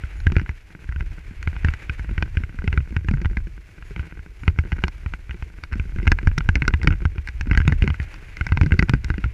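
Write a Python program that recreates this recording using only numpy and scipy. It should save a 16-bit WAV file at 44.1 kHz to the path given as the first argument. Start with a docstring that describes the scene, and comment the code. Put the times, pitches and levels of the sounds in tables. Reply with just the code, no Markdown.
"""Clacks and deep thumps over a rumble of wind: a mountain bike runs down a stony forest trail,
heard from a camera on the rider's helmet. Each bump knocks the mount against its stop, and the impact
excites damped modes: a thump, a knock of the helmet shell, a plastic clack and a bright crack.
Beneath the blows, tyres crunch and hiss on gravel, stones tick, loose parts rattle,
turbulent air buffets the microphone and a few thin squeaks sound faintly."""
import sys
import numpy as np
from scipy import signal
from scipy.fft import rfft, irfft
from scipy.io import wavfile
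from scipy.ndimage import uniform_filter1d

SR = 44100
rng = np.random.default_rng(int(sys.argv[2]) if len(sys.argv) > 2 else 0)


def output_pcm(signal):
    """Save a mono or channel-first signal as 16-bit PCM at the path in sys.argv[1].

    Samples are clipped to [-1, 1] before scaling.
    """
    pcm = np.clip(np.atleast_2d(signal).T, -1, 1) * 32767
    wavfile.write(sys.argv[1], SR, np.round(pcm).astype(np.int16))


N = 411453
TIME = np.arange(N) / SR


def from_db(db):
    """The decibel scale: 20 dB is a factor of ten in amplitude."""
    return 10 ** (np.asarray(db) / 20)


def rms_one(x):
    """Normalisation to unit mean power."""
    return x / np.sqrt(np.mean(x ** 2) + 1e-20)


def low_pass(x, hz, order=2):
    """Causal Butterworth low-pass."""
    return signal.sosfilt(signal.butter(order, hz, fs=SR, output="sos"), x)


def high_pass(x, hz, order=2):
    """Causal Butterworth high-pass."""
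    return signal.sosfilt(signal.butter(order, hz, "high", fs=SR, output="sos"), x)


def drift(corner_hz):
    """Random modulation: low-passed Gaussian noise of unit power."""
    hop, warm_up = 40, 2000
    pole = np.exp(-2 * np.pi * corner_hz * hop / SR)
    noise = rng.standard_normal(N // hop + warm_up + 2)
    slow = signal.lfilter([1], [1, -2 * pole, pole * pole], noise)[warm_up:]
    return np.interp(np.arange(N) / hop, np.arange(len(slow)), rms_one(slow))


def coloured(x, spectrum):
    """Source and filter: an excitation takes on a spectral envelope, at unit power."""
    hz, db = np.transpose(spectrum)
    bins_hz = np.fft.rfftfreq(N, 1 / SR) + 1
    gains = from_db(np.interp(np.log(bins_hz), np.log(hz), db))
    return rms_one(irfft(rfft(x) * gains, N))


def grains(per_s, spread_db):
    """A Poisson process: independent clicks, many small and a few large."""
    sizes = from_db(spread_db * np.minimum(rng.exponential(1, N), 4))
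    return sizes * rng.choice([-1, 1], N) * (rng.random(N) < per_s / SR)


def ring(clicks, modes):
    """Modal superposition: clicks drive one damped resonator per mode."""
    out = np.zeros(N)
    for hz, db, t60 in modes:
        pole, angle = from_db(-60 / (t60 * SR)), 2 * np.pi * hz / SR
        feedback = [1, -2 * pole * np.cos(angle), pole * pole]
        out += from_db(db) * signal.lfilter([0, np.sin(angle)], feedback, clicks + 1e-18)
    return out


def unrest(times, level_db, length_s, calm_db):
    """Incoherent powers add: the level in dB of a calm floor plus a swell around each blow."""
    jolts = np.bincount((times * SR).astype(int), from_db(level_db) ** 2, N)
    swell = signal.fftconvolve(jolts, np.hanning(int(length_s * SR)), "same")
    return 10 * np.log10(np.abs(swell) + from_db(calm_db) ** 2)


# Tones of the camera electronics: (frequency [Hz], level [dB])
WHINE_TONES = [(8781, -87), (11718, -78), (14639, -95)]
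def whine(wander_hz=8):
    """Frequency modulation: the faint tones of the electronics wander together."""
    wander = np.cumsum(wander_hz * drift(20)) / SR
    return sum(from_db(db) * np.sin(2 * np.pi * (hz * TIME + wander)) for hz, db in WHINE_TONES)


# Faint high squeaks: (onset [s], duration [s], level [dB])
SQUEAK_EVENTS = [(0.14, 0.11, -64), (3.835, .08, -66), (4.387, 0.088, -67), (8.24, 0.099, -68),
                 (8.81, 0.05, -62)]
def squeaks(fundamental_hz=3380, waver=0.0042):
    """A harmonic series with a missing fundamental: thin squeaks of partials 2 to 4."""
    phase = 2 * np.pi * np.cumsum(fundamental_hz * (1 + waver * drift(27))) / SR
    tone = np.sin(2 * phase) + .6 * np.sin(3 * phase) + .2 * np.sin(4 * phase)
    return tone * sum(from_db(db) * np.sin(np.pi * np.clip((TIME - onset) / length, 0, 1))
                      for onset, length, db in SQUEAK_EVENTS)


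# Strength of the wind on the microphone: (time [s], relative level [dB])
WIND_LEVELS = [(0, -34), (0.3, -25.5), (0.65, -39.5), (1.05, -28.5), (1.85, -38), (2.25, -19), (2.5, -36.5),
               (3.3, -22), (3.65, -36), (4.3, -38.5), (4.7, -31), (5.6, -39.5), (5.75, -26), (6.95, -21.5),
               (7.2, -33), (7.7, -18.5), (8.15, -35), (8.4, -39.5), (8.7, -36.5), (9.33, -25.5)]
# Spectrum of the wind: (frequency [Hz], relative density [dB])
WIND_SPECTRUM = [(15, 5), (30, 10.5), (55, 7), (80, -0.5), (120, -7.5), (200, -41), (500, -76)]
def wind(times, thump_db):
    """Turbulent pressure rumbles on the microphone and swells as the helmet sways around each thump."""
    air_db = np.interp(TIME, *np.transpose(WIND_LEVELS))
    wind_db = unrest(times, thump_db - 16, length_s=0.19, calm_db=air_db)
    gust_db = 1.8 * drift(9)
    return from_db(wind_db + gust_db - 1) * coloured(rng.standard_normal(N), WIND_SPECTRUM)


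# Spectrum of the trembling helmet: (frequency [Hz], relative density [dB])
TREMBLE_SPECTRUM = [(80, 4), (150, 2), (230, -5), (330, -0.5), (450, -2.5), (650, -34), (1200, -73)]
def tremble(shake_db):
    """Random vibration: the helmet hums with low noise whose level flutters."""
    flutter_db = 3 * drift(14)
    return from_db(shake_db + flutter_db - 6) * coloured(rng.standard_normal(N), TREMBLE_SPECTRUM)


# Strength of the tyre noise on gravel: (time [s], relative level [dB])
ROLLING_LEVELS = [(0, -54.5), (0.7, -61.5), (1.35, -57.5), (1.65, -51), (2.2, -56.5), (2.5, -59.5),
                  (3.7, -64.5), (4.03, -56.5), (4.25, -64), (4.7, -59.5), (5.6, -63), (6.1, -60),
                  (7.0, -63), (7.5, -57), (8.0, -54.5), (8.38, -54.5), (8.8, -60), (9.25, -56)]
def tyre_levels(mean_grit_db=-60, grit_share=0.38):
    """Envelopes of rolling noise in dB: the fine grit follows a share of the crunch's swing."""
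    crunch_db = np.interp(TIME, *np.transpose(ROLLING_LEVELS)) + 5
    return crunch_db, mean_grit_db + grit_share * (crunch_db - crunch_db.mean())


# Spectra of crushed gravel and of fine grit: (frequency [Hz], relative density [dB])
CRUNCH_SPECTRUM = [(300, -5.5), (600, -9.5), (900, -10), (1150, -10.5), (1550, -1.5), (1800, -3),
                   (2250, 0.5), (2700, -5), (3300, -16.5), (4500, -22.5), (8000, -50)]
GRIT_SPECTRUM = [(2500, 8.5), (3800, 3), (5800, 2), (7200, 0), (8600, -6), (9900, -4), (12000, -9.5),
                 (14000, -23), (15500, -7)]
def tyres(crunch_db, grit_db):
    """Shot noise: knobs crush gravel, and countless clicks merge into a crunch and a finer hiss."""
    coarse = rms_one(grains(per_s=2500, spread_db=2.5)) + 0.83 * rng.standard_normal(N)
    fine = rms_one(grains(per_s=2300, spread_db=5.5)) + 1.53 * rng.standard_normal(N)
    ground_db = 2 * drift(28)
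    crunch = from_db(crunch_db + ground_db) * coloured(coarse, CRUNCH_SPECTRUM)
    hiss = from_db(grit_db + 0.92 * ground_db) * coloured(fine, GRIT_SPECTRUM)
    return crunch + hiss


# Modes of the helmet shell, the plastic clack and the bright crack, shared with rattle and mount:
# (frequency [Hz], relative level [dB], 60 dB decay time [s])
SHELL_MODES = [(168.7, 6, 0.059), (231, -6, 0.049), (306.4, -1.5, 0.068), (426, -6, 0.021)]
CLACK_MODES = [(974, 0.5, 0.012), (1512, 2.5, 0.019), (1570, 2.5, 0.021), (1965, 1, 0.017),
               (2151, -1.5, 0.018), (2430, -5.5, 0.019), (2780, -10.5, 0.021), (3620, -16, 0.034)]
CRACK_MODES = [(3850, -4, 0.013), (4330, 1.5, 0.012), (4870, 3, 0.0089), (5490, 2.5, 0.0094),
               (6300, -10, 0.022), (7000, -36, 0.011), (10200, -28, .004), (11600, -6, 0.0018)]
def stones(shake_db, grit_db):
    """Sparse impulse excitation: small stones jog the helmet and flung chips tick against the bike."""
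    jogs = grains(per_s=18, spread_db=3) * from_db(shake_db)
    chips = grains(per_s=12, spread_db=3.5) * from_db(grit_db)
    taps = from_db(0.5) * high_pass(low_pass(ring(jogs, CLACK_MODES), 2750, order=8), 1100)
    thuds = from_db(3.5) * low_pass(ring(jogs, SHELL_MODES), 500)
    ticks = from_db(-18.5) * high_pass(ring(chips, CRACK_MODES), 2800)
    return taps + thuds + ticks


def rattle(times, clack_db, settle_s=0.0068, stir_s=0.09):
    """Contact chatter: loose parts stir around each bump, collide after it and settle exponentially."""
    jolts = np.bincount((times * SR).astype(int), from_db(clack_db), N)
    shaken = signal.lfilter([1], [1, -np.exp(-1 / (settle_s * SR))], jolts + 1e-18)
    stirred = signal.fftconvolve(jolts, np.hanning(int(stir_s * SR)), "same")
    touches = (shaken + from_db(-10) * stirred) * grains(per_s=220, spread_db=3)
    clatter = from_db(-34) * low_pass(ring(touches, CLACK_MODES), 3000, order=6)
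    ticks = from_db(-44) * high_pass(ring(touches, CRACK_MODES), 2700)
    return clatter + ticks


def contact(grind_s, count, size=400, firmness=2.38):
    """Contact force of rough faces: a brief gritty burst swells to one firm touch and dies away."""
    age = np.arange(size) / SR / (grind_s * rng.uniform(.6, 1.5, (count, 1)))
    touch = np.arange(size) == int(grind_s * SR)
    return rng.standard_normal(age.shape) * age * np.exp(-age) + firmness * touch


def strike(modes, times, level_db, soft_hz, detune=0.025, tuning=1, grind_s=0, order=2, size=1500):
    """Free decay after impact: each blow has its own pitches and strengths; a soft contact dulls it."""
    hz, db, t60 = np.transpose(modes)
    t = np.arange(size) / SR
    chance = rng.standard_normal((len(times), 2, len(hz), 1))
    pitches = hz[:, None] * np.reshape(tuning, (-1, 1, 1)) * (1 + detune * chance[:, 0])
    strengths = from_db(db[:, None] + 1.5 * chance[:, 1])
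    decays = from_db(-60 * t / t60[:, None])
    blows = np.sum(strengths * decays * np.sin(2 * np.pi * pitches * t), axis=1)
    if grind_s:
        blows = signal.fftconvolve(blows, contact(grind_s, count=len(times)), axes=1)[:, :size]
    power = uniform_filter1d(np.abs(signal.hilbert(blows)) ** 2, size=44) / 2   # mean over 1 ms
    gap_s = np.diff(times, prepend=-1)
    rebound = (gap_s > .002) & (gap_s < .008)   # hits the opposite stop, so the sign flips
    gains = from_db(level_db) / np.sqrt(power.max(axis=1)) * np.where(rebound, -1, 1)
    out = np.zeros(N + size)
    for at, blow in zip((times * SR).astype(int), blows * gains[:, None]):
        out[at:at + size] += blow
    return low_pass(out[:N], soft_hz, order=order)


def follow(lead_db, base, per_db):
    """A linear law in a blow's leading level, equal to base when that level is -20 dB."""
    return base + per_db * (lead_db + 20)


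# Dull knocks, the camera dropping onto its stop: (time [s], clack level [dB], thump level [dB])
STOP_KNOCKS = [(0.0362, -32.5, -19.5), (0.268, -16, -6.5), (0.3552, -29, -36), (0.3653, -16.5, -8),
               (0.396, -24, -31), (0.461, -33, -34), (0.492, -24, -17.5), (0.89, -32.5, -20.5),
               (0.923, -30.5, -31), (0.9605, -32, -19.5), (1.0071, -26.5, -21), (1.474, -20, -13),
               (1.564, -28.5, -24.5), (1.6464, -17, -8), (1.6846, -20.5, -15), (1.8953, -21.5, -17.5),
               (1.9943, -28.5, -19.5), (2.179, -21.5, -15), (2.2244, -13.5, -18.5), (2.3704, -22.5, -12),
               (2.436, -28, -19.5), (2.588, -28.5, -20), (2.6765, -19.5, -11), (2.7275, -22, -18.5),
               (2.7749, -18.5, -10), (2.804, -36.5, -17.5), (2.9649, -19, -11.5), (3.0854, -19, -11),
               (3.172, -35, -20), (3.256, -21.5, -12), (3.3697, -21.5, -21), (3.824, -34, -30.5),
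               (3.9616, -27.5, -27), (3.994, -29, -17.5), (4.111, -39.5, -38), (4.192, -37.5, -27),
               (4.434, -31.5, -36), (4.4784, -13, -7), (4.5876, -19, -9.5), (4.7262, -25.5, -14),
               (4.7882, -32.5, -26), (4.838, -11, -14.5), (5.0609, -27, -17), (5.1366, -22, -28),
               (5.2936, -34, -24), (5.309, -27.5, -27.5), (5.344, -41, -37), (5.424, -27.5, -21.5),
               (5.7228, -30.5, -19), (5.7364, -27.5, -33), (5.7968, -26, -14.5), (5.986, -29, -17.5),
               (6.0693, -17.5, -12.5), (6.0756, -12.5, -12), (6.1223, -18, -32), (6.187, -20, -34),
               (6.2721, -14.5, -6.5), (6.3144, -32.5, -18.5), (6.4057, -25, -20), (6.4892, -12.5, -8.5),
               (6.651, -28, -21), (6.738, -16.5, -9.5), (6.815, -29, -25.5), (6.905, -24, -10),
               (6.9247, -27, -17), (7.053, -18, -9), (7.181, -28.5, -18), (7.5121, -16.5, -11),
               (7.5318, -23, -16), (7.5493, -20.5, -14.5), (7.602, -21.5, -10), (7.616, -25, -23),
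               (7.652, -33, -14.5), (7.722, -18, -11.5), (7.8221, -18, -8), (7.902, -21, -13.5),
               (7.9422, -27.5, -29), (7.9998, -24.5, -15.5), (8.4098, -19, -15.5), (8.4892, -31, -29),
               (8.5205, -17, -8.5), (8.6123, -14, -5.5), (8.7199, -15.5, -6.5), (8.7931, -11.5, -9),
               (8.825, -15.5, -33), (9.1017, -18.5, -15.5), (9.14, -29.5, -23), (9.2403, -22.5, -15.5),
               (9.259, -40, -14.5)]
# Sharp snaps of hard contact:
# (time [s], clack level [dB], crack level [dB], thump level [dB], thump frequency [Hz])
HARD_SNAPS = [(0.202, -37, -43, -45, 59.6), (0.383, -30, -49, -34, 60), (0.32, -25.5, -43.5, -24, 129),
              (1.4276, -29, -38.5, -42, 56), (1.7372, -25.5, -41, -25.5, 65), (3.1374, -29, -49, -15, 138),
              (3.2168, -37.5, -45, -49, 74), (3.247, -24, -60, -27, 124), (4.7192, -20.5, -46, -42, 56),
              (4.881, -21, -33, -28, 69), (5.6367, -24.5, -34.5, -31, 74.6), (5.729, -28, -42, -23, 56),
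              (6.1176, -11, -22, -17, 73), (6.379, -16, -32, -17, 146), (6.3825, -24, -23, -44, 56),
              (6.5546, -13, -28, -12.5, 65), (6.6203, -14, -39.5, -17.5, 138),
              (6.679, -12.5, -21, -19.5, 57), (6.8312, -24.5, -34.5, -19, 76),
              (6.8729, -10, -25, -15.5, 137), (7.2733, -27, -38, -62, 131),
              (7.2867, -25, -37.5, -25.5, 66.5), (7.41, -21.5, -35, -18.5, 69),
              (7.5743, -12.5, -27.5, -6.5, 56), (7.6776, -13, -26, -9.5, 143.4),
              (7.876, -17, -38, -15.5, 140), (8.0288, -38, -45, -30, 58), (8.141, -32, -43, -56, 74),
              (8.3687, -30, -39.5, -55, 67.5), (8.4661, -19.5, -34, -32, 149), (8.5725, -16, -36, -18, 140),
              (8.661, -28.5, -39.5, -14.5, 146), (8.791, -21.5, -24.5, -9, 70),
              (8.8945, -14, -26, -13, 133), (8.9362, -15.5, -42, -12.5, 131),
              (9.0445, -30, -30.5, -16.5, 65)]
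# Hollow knocks of the shell as the helmet shifts: (time [s], shell level [dB])
SHELL_KNOCKS = [(0.32, -20.5), (0.3648, -18.5), (0.4144, -24), (1.024, -32), (1.309, -33.5), (1.6457, -34),
                (2.1108, -27.5), (2.2249, -44), (2.402, -31.5), (2.5437, -32), (2.641, -21.5), (2.74, -25),
                (2.906, -33), (2.924, -29), (3.0456, -27), (3.111, -17.5), (3.2152, -23), (3.311, -30),
                (3.37, -26), (3.47, -30.5), (3.9077, -30), (3.9635, -28), (4.433, -29), (4.651, -28.5),
                (4.7183, -29), (4.7875, -33), (4.88, -32), (5.1359, -36), (5.3428, -31), (5.755, -25.5),
                (5.8535, -33), (5.9606, -25.5), (6.0285, -24), (6.118, -18.5), (6.229, -26), (6.569, -25),
                (6.679, -21), (6.6986, -40), (6.7975, -35), (6.8448, -17), (6.8745, -10.5), (7.019, -25.5),
                (7.1577, -31.5), (7.4703, -24.5), (7.5122, -20), (7.7236, -17.5), (7.84, -15.5),
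                (8.633, -14.5), (8.7396, -18), (8.7902, -19), (8.825, -13), (8.9357, -13.5), (9.1019, -22),
                (9.18, -20.5)]
def bumps(on_stop_tuning=0.99, free_tuning=1.029, hollow_thump_hz=57):
    """Nonlinear contact: harder blows are brighter. Gives relative levels and tunings in time order."""
    blows = []   # (time [s], thump [dB], thump [Hz], shell [dB], clack [dB], crack [dB], shell tuning)
    for time, clack, thump in STOP_KNOCKS:
        thump_hz = follow(thump, 69, per_db=1.2)   # the stop stiffens under load
        shell, crack = follow(clack, -36, 1.9), follow(clack, -43.5, 1.25)
        blows.append((time, thump, thump_hz, shell, clack, crack, on_stop_tuning))
    for time, clack, crack, thump, thump_hz in HARD_SNAPS:
        shell = follow(clack, -36, 1.9)
        blows.append((time, thump, thump_hz, shell, clack, crack, on_stop_tuning))
    for time, shell in SHELL_KNOCKS:
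        thump, clack, crack = follow(shell, -26, 1.4), follow(shell, -32, 1), follow(shell, -47, 0.97)
        blows.append((time, thump, hollow_thump_hz, shell, clack, crack, free_tuning))
    return np.transpose(sorted(blows, key=lambda blow: blow[0]))


# Modes of the thump, retuned for each blow:
# (nominal frequency [Hz], relative level [dB], 60 dB decay time [s])
THUMP_MODES = [(78.7, 8.5, 0.098), (118.4, -10.5, 0.17), (45.3, -39, 0.1)]
def mount(times, thump_db, thump_hz, shell_db, clack_db, crack_db, shell_tuning):
    """Impact excitation: the camera hits its stop, and helmet and housing ring from bass to treble."""
    thump_tuning = thump_hz / THUMP_MODES[0][0]
    thump = strike(THUMP_MODES, times, thump_db, soft_hz=595, tuning=thump_tuning, size=4500)
    shell = strike(SHELL_MODES, times, shell_db, soft_hz=447, detune=0.146, tuning=shell_tuning,
                   order=4, size=2200)
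    clack = strike(CLACK_MODES, times, clack_db, soft_hz=3047, detune=0.044, grind_s=0.00048, order=8)
    crack = strike(CRACK_MODES, times, crack_db, soft_hz=10900, grind_s=0.00059, order=4)
    treble = from_db(3) * high_pass(clack, 1226) + high_pass(crack, 2000, order=4)
    return from_db(0.88) * thump + from_db(1.5) * shell + treble


def scene():
    """Superposition at one microphone; the bumps also drive the rumble, the tremble and the rattle."""
    times, thump_db, thump_hz, shell_db, clack_db, crack_db, shell_tuning = bumps()
    crunch_db, grit_db = tyre_levels()
    shake_db = unrest(times, shell_db - 26, length_s=0.18, calm_db=-53)
    knocks = mount(times, thump_db, thump_hz, shell_db, clack_db, crack_db, shell_tuning)
    bike = knocks + rattle(times, clack_db)
    trail = tyres(crunch_db, grit_db) + stones(shake_db, grit_db)
    return (bike + trail + wind(times, thump_db) + tremble(shake_db) + squeaks())[None]


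def record(dry, cutoff_hz=15300):
    """A band-limited channel: the camera adds whine, drops the deepest bass, clips and cuts the top."""
    limited = np.clip(high_pass(dry + whine(), 28.6), -1, 1)
    return signal.sosfilt(signal.ellip(10, .1, 80, cutoff_hz, fs=SR, output="sos"), limited)


dry = scene()
out = record(dry)
output_pcm(out)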